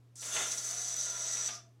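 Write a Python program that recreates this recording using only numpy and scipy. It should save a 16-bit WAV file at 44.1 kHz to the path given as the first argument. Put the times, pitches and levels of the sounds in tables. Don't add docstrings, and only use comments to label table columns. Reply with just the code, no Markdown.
import sys
import numpy as np
from scipy import signal
from scipy.fft import rfft, irfft
from scipy.io import wavfile
from scipy.ndimage import uniform_filter1d

SR = 44100
rng = np.random.default_rng(int(sys.argv[2]) if len(sys.argv) > 2 else 0)


def wav_out(sig):
    wavfile.write(sys.argv[1], SR, np.round(np.clip(np.atleast_2d(sig).T, -1, 1) * 32767).astype(np.int16))


def voltage_ratio(decibels):
    exponent = np.asarray(decibels, float) / 20
    return 10 ** exponent


N = 79380


def level(x, db):
    return x * voltage_ratio(db) / np.sqrt(np.mean(x ** 2))


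def curve(table):
    return np.interp(np.arange(N) / SR, *np.array(table).T)


def colour(x, shape):
    hz, db = np.array(shape).T
    grid_hz = np.arange(513) * SR / 1024
    log_gain = np.interp(np.log(grid_hz + 1), np.log(hz), db) * np.log(10) / 20
    cepstrum = irfft(log_gain)
    cepstrum[1:512] *= 2
    cepstrum[513:] = 0
    impulse = irfft(np.exp(rfft(cepstrum)))
    return signal.fftconvolve(x, impulse)[:len(x)]


def ring(x, modes):
    out = 0
    for k, (hz, width_hz, db) in enumerate(modes):
        b, a = signal.iirpeak(hz, hz / max(width_hz, 10), fs=SR)
        out = out + (-1) ** k * voltage_ratio(db) * signal.lfilter(b, a, x)
    return out


def walk(rate_hz):
    hold = int(SR / rate_hz)
    steps = np.repeat(rng.standard_normal(N // 20), hold)[:N]
    return 1.72 * uniform_filter1d(uniform_filter1d(steps, hold), hold)


def grit(spread_db):
    return rng.standard_normal(N) * voltage_ratio(spread_db * rng.exponential(size=N))


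def room():
    # f/Hz, level/dB
    hum_tones = [(119.8, -60), (80, -82.5), (282.7, -85)]
    # f/Hz, level/dB
    air_tint = [(25, -51), (70, -35), (100, -22.5), (290, -11.5), (540, -21.5), (2000, -32.5),
                (6000, -36.5), (16000, -46.5)]
    t = np.arange(N) / SR
    hum = sum(voltage_ratio(db + 2 + 0.43 * walk(16)) * np.sin(2 * np.pi * hz * t) for hz, db in hum_tones)
    hz, db = np.array(air_tint).T
    bin_hz = np.arange(N // 2 + 1) * SR / N
    gain = voltage_ratio(np.interp(np.log(bin_hz + 1), np.log(hz), db))
    air = irfft(rfft(rng.standard_normal(N)) * gain, N)
    return hum + level(air, -72)


def whines(turns):
    # start t/s, end t/s, multiple of the shaft rate, phase wander/cycles, peak level/dB
    whine_notes = [(.175, .22, 6.8, .05, -66), (.32, .48, 5.25, .1, -55), (.4, .62, 1, .14, -66),
                   (.55, 1.25, 10, .1, -66), (.7, .97, 3.6, .13, -60), (.97, 1.5, 3, .1, -65),
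                   (1.02, 1.4, 5, .12, -67), (1.03, 1.32, 7.15, .16, -58), (1.05, 1.35, 3.45, .18, -65),
                   (1.26, 1.49, 10, .05, -60), (1.26, 1.38, 7, .07, -59), (1.365, 1.47, 7, .05, -55),
                   (1.34, 1.6, 1.1, .14, -68), (1.49, 1.61, 6.2, .18, -61), (1.49, 1.63, 3.55, .1, -61),
                   (1.58, 1.75, 3.45, .08, -70)]
    t, out = np.arange(N) / SR, 0
    for on, off, multiple, wander, db in whine_notes:
        rise = (t - on) / .015
        fall = (off - t) / (.3 * (off - on))
        gate = np.clip(np.minimum(rise, fall), 0, 1)
        cycles = multiple * turns + wander * walk(70)
        out = out + gate * voltage_ratio(db + 2 * walk(70)) * np.sin(2 * np.pi * cycles)
    return out


def packets():
    # t/s, level/dB
    scraping = [(.16, -76), (.212, -67), (.226, -50.5), (.3, -47), (.325, -43.5), (.345, -39.5),
                (.37, -35.5), (.41, -41), (.46, -42.5), (.6, -51.5), (1.0, -51), (1.47, -48.5), (1.5, -54),
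                (1.59, -60), (1.66, -85)]
    # t/s, level/dB, length/ms
    slips = [
        (0.226, -51.5, 12),
        (.367, -37.5, 4.),
        (0.731, -52, 3.),
        (1.371, -42.5, 1.8),
        (1.398, -48.5, 1.9),
        (1.491, -44, 4.1),
        (1.484, -47, 13),
        (1.497, -51, 2),
        (1.52, -55, 3.),
    ]
    # f/Hz, width/Hz, level/dB
    box = [(398, 120, -2.5), (668, 66, 8), (1080, 70, -55), (1389, 60, 12), (1717, 43, 0),
           (2140, 210, -9.5), (2620, 200, -19), (3540, 88, 6.5)]
    # f/Hz, level/dB
    wood_tint = [(150, 0), (300, -6.5), (600, 1), (2000, 7), (4000, -2), (8000, -27), (16000, -29)]
    # f/Hz, level/dB
    slip_tint = [(500, -20.5), (1200, 0), (4500, -1.5), (7000, -31), (16000, -46)]
    grains = grit(1.82) * voltage_ratio(1.03 * walk(59.85))
    box_scrape = level(ring(grains, box), -4.5)
    wood_scrape = level(colour(grains, wood_tint), -4.5)
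    scrape = (box_scrape + wood_scrape) * voltage_ratio(curve(scraping))
    hits, lag_ms = np.zeros(N), np.arange(900) / SR * 1000
    for s, db, length_ms in slips:
        burst = rng.standard_normal(900) * np.exp(-lag_ms / length_ms)
        hits[int(s * SR):][:900] += voltage_ratio(db + 12.5) * burst
    return scrape + .3 * ring(hits, box) + colour(hits, slip_tint)


def strain():
    # f/Hz, width/Hz, level/dB
    strained_case = [(2820, 99, -5), (3442, 127, -4), (3660, 134, -5), (6450, 85, 2.5), (6960, 140, -6),
                     (7140, 200, -6.5)]
    on_s, off_s = .31, .5
    t = np.arange(N) / SR
    gate = np.clip(np.minimum((t - on_s) / 0.0085, (off_s - t) / .08), 0, 1)
    judder = grit(0.49) * voltage_ratio(1.0 * walk(111))
    return gate * level(ring(judder, strained_case), -41)


def tooth_ticks(turns, teeth_per_turn):
    teeth = teeth_per_turn * turns + 0.054 * walk(400)
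    pattern = rng.standard_normal(teeth_per_turn)[teeth.astype(int) % teeth_per_turn]
    pulses = np.exp(25.0 * (np.cos(2 * np.pi * teeth) - 1))
    return pulses * voltage_ratio(2.5 * pattern + 5.6 * walk(300) + 0.83 * walk(39.2))


def servo(turns, teeth_per_turn):
    # t/s, level/dB
    effort = [(0.156, -59.5), (0.218, -44), (0.372, -37.5), (0.51, -40.5), (0.518, -31.5), (0.56, -52.5),
              (0.582, -32), (0.612, -47.5), (0.63, -38.5), (0.942, -37), (0.952, -41), (0.968, -36),
              (1.102, -35.5), (1.106, -39), (1.264, -37), (1.286, -34), (1.48, -36), (1.5, -57)]
    # t/s, level/dB
    slack = [(.156, -63.5), (.205, -61.5), (.212, -55.5), (.235, -53), (.3, -51.5), (.35, -48), (.5, -52.5),
             (.66, -53.5), (1.0, -58), (1.47, -60), (1.5, -59)]
    case_hz = [3520, 3900, 4550, 5000, 5600, 5940, 6280, 6680, 7200, 7900, 9400, 11000]
    # width/Hz, level/dB
    case_rows = [(151, -20.5), (204, -14.5), (216, -10.5), (150, -12), (205, -10), (162, 2.5), (151, 1),
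                 (193, -5.5), (600, -12.5), (280, -7), (570, -24), (1400, -36.5)]
    # f/Hz, level/dB
    rattle_tint = [(1000, -19), (2500, -21), (4500, -9), (7000, 2), (9000, -1.5), (11000, -7.5),
                   (12500, -18), (16000, -21.5)]
    COAST_HZ = 6100
    # f/Hz, level/dB
    coast_tint = [(530, -23), (3800, -19), (4900, -7), (COAST_HZ, 0), (6700, -9.5), (9100, -18),
                  (16000, -39)]
    # f/Hz, width/Hz
    wall_dips = [(6480, 120), (8650, 500), (10100, 400), (11950, 400), (13000, 300)]
    power_off_s, coast_end_s = 1.495, 1.552

    t = np.arange(N) / SR
    modes = [(hz, *row) for hz, row in zip(case_hz, case_rows)]
    ticks = tooth_ticks(turns, teeth_per_turn)
    beat_db = 2 * np.cos(2 * np.pi * turns) + 2.5 * np.cos(4 * np.pi * turns)
    beat = voltage_ratio(beat_db + .8 * walk(45) + .6 * walk(120))

    rough = sum(ring(level(grit(0.35) * beat, -4.5), half) for half in (modes[::2], modes[1::2]))
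    ticked = level(ring(np.diff(ticks, prepend=0), modes), -3.5)
    case = level(rough, -2.4) + level(np.tanh(ticked), -6.0)
    rattle = level(colour(grit(0.76) * beat, rattle_tint), 8.9)
    driven = case * voltage_ratio(curve(effort)) + rattle * voltage_ratio(curve(slack))

    after = np.clip(t - power_off_s, 0, 1)
    after_end = np.clip(t - coast_end_s, 0, 1)
    coast_gain = np.clip(after / .012, 0, 1) * voltage_ratio(-43 * after - 400 * after_end)
    coast = coast_gain * level(colour(grit(0.64) * beat, coast_tint), -42)
    out = driven * voltage_ratio(-900 * after) + coast
    for hz, width_hz in wall_dips:
        out = out - 0.66 * ring(out, [(hz, width_hz, 0)])
    return out


def room_tail(near):
    t60_s = .27
    lag = np.arange(SR // 2) / SR
    tail = rng.standard_normal(len(lag)) * voltage_ratio(-60 * lag / t60_s) * (lag > .004)
    tail = signal.lfilter(*signal.butter(1, 7000, fs=SR), tail)
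    return voltage_ratio(-8) * signal.fftconvolve(near, tail / np.linalg.norm(tail))[:N]


def scene():
    # t/s, tooth rate f/Hz
    tooth_rate = [
        (.2, 2020),
        (.3, 2075),
        (.45, 2080),
        (.5, 1995),
        (.8, 1992),
        (1.1, 1975),
        (1.3, 1950),
        (1.46, 1943),
        (1.6, 1955),
    ]
    teeth_per_turn = 10
    t = np.arange(N) / SR
    turns = np.cumsum(curve(tooth_rate)) / SR / teeth_per_turn
    on = np.clip((t - .1548) / .001, 0, 1) * np.clip((1.72 - t) / 0.027, 0, 1)
    near = on * (servo(turns, teeth_per_turn) + strain() + packets()) + whines(turns)
    near = signal.sosfilt(signal.butter(4, 145, "high", fs=SR, output="sos"), near)
    return (near + room_tail(near) + room())[None]


def low_pass(x):
    return signal.sosfilt(signal.butter(12, 15740, fs=SR, output="sos"), x)


def record(dry):
    return low_pass(dry)


dry = scene()
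out = record(dry)
wav_out(out)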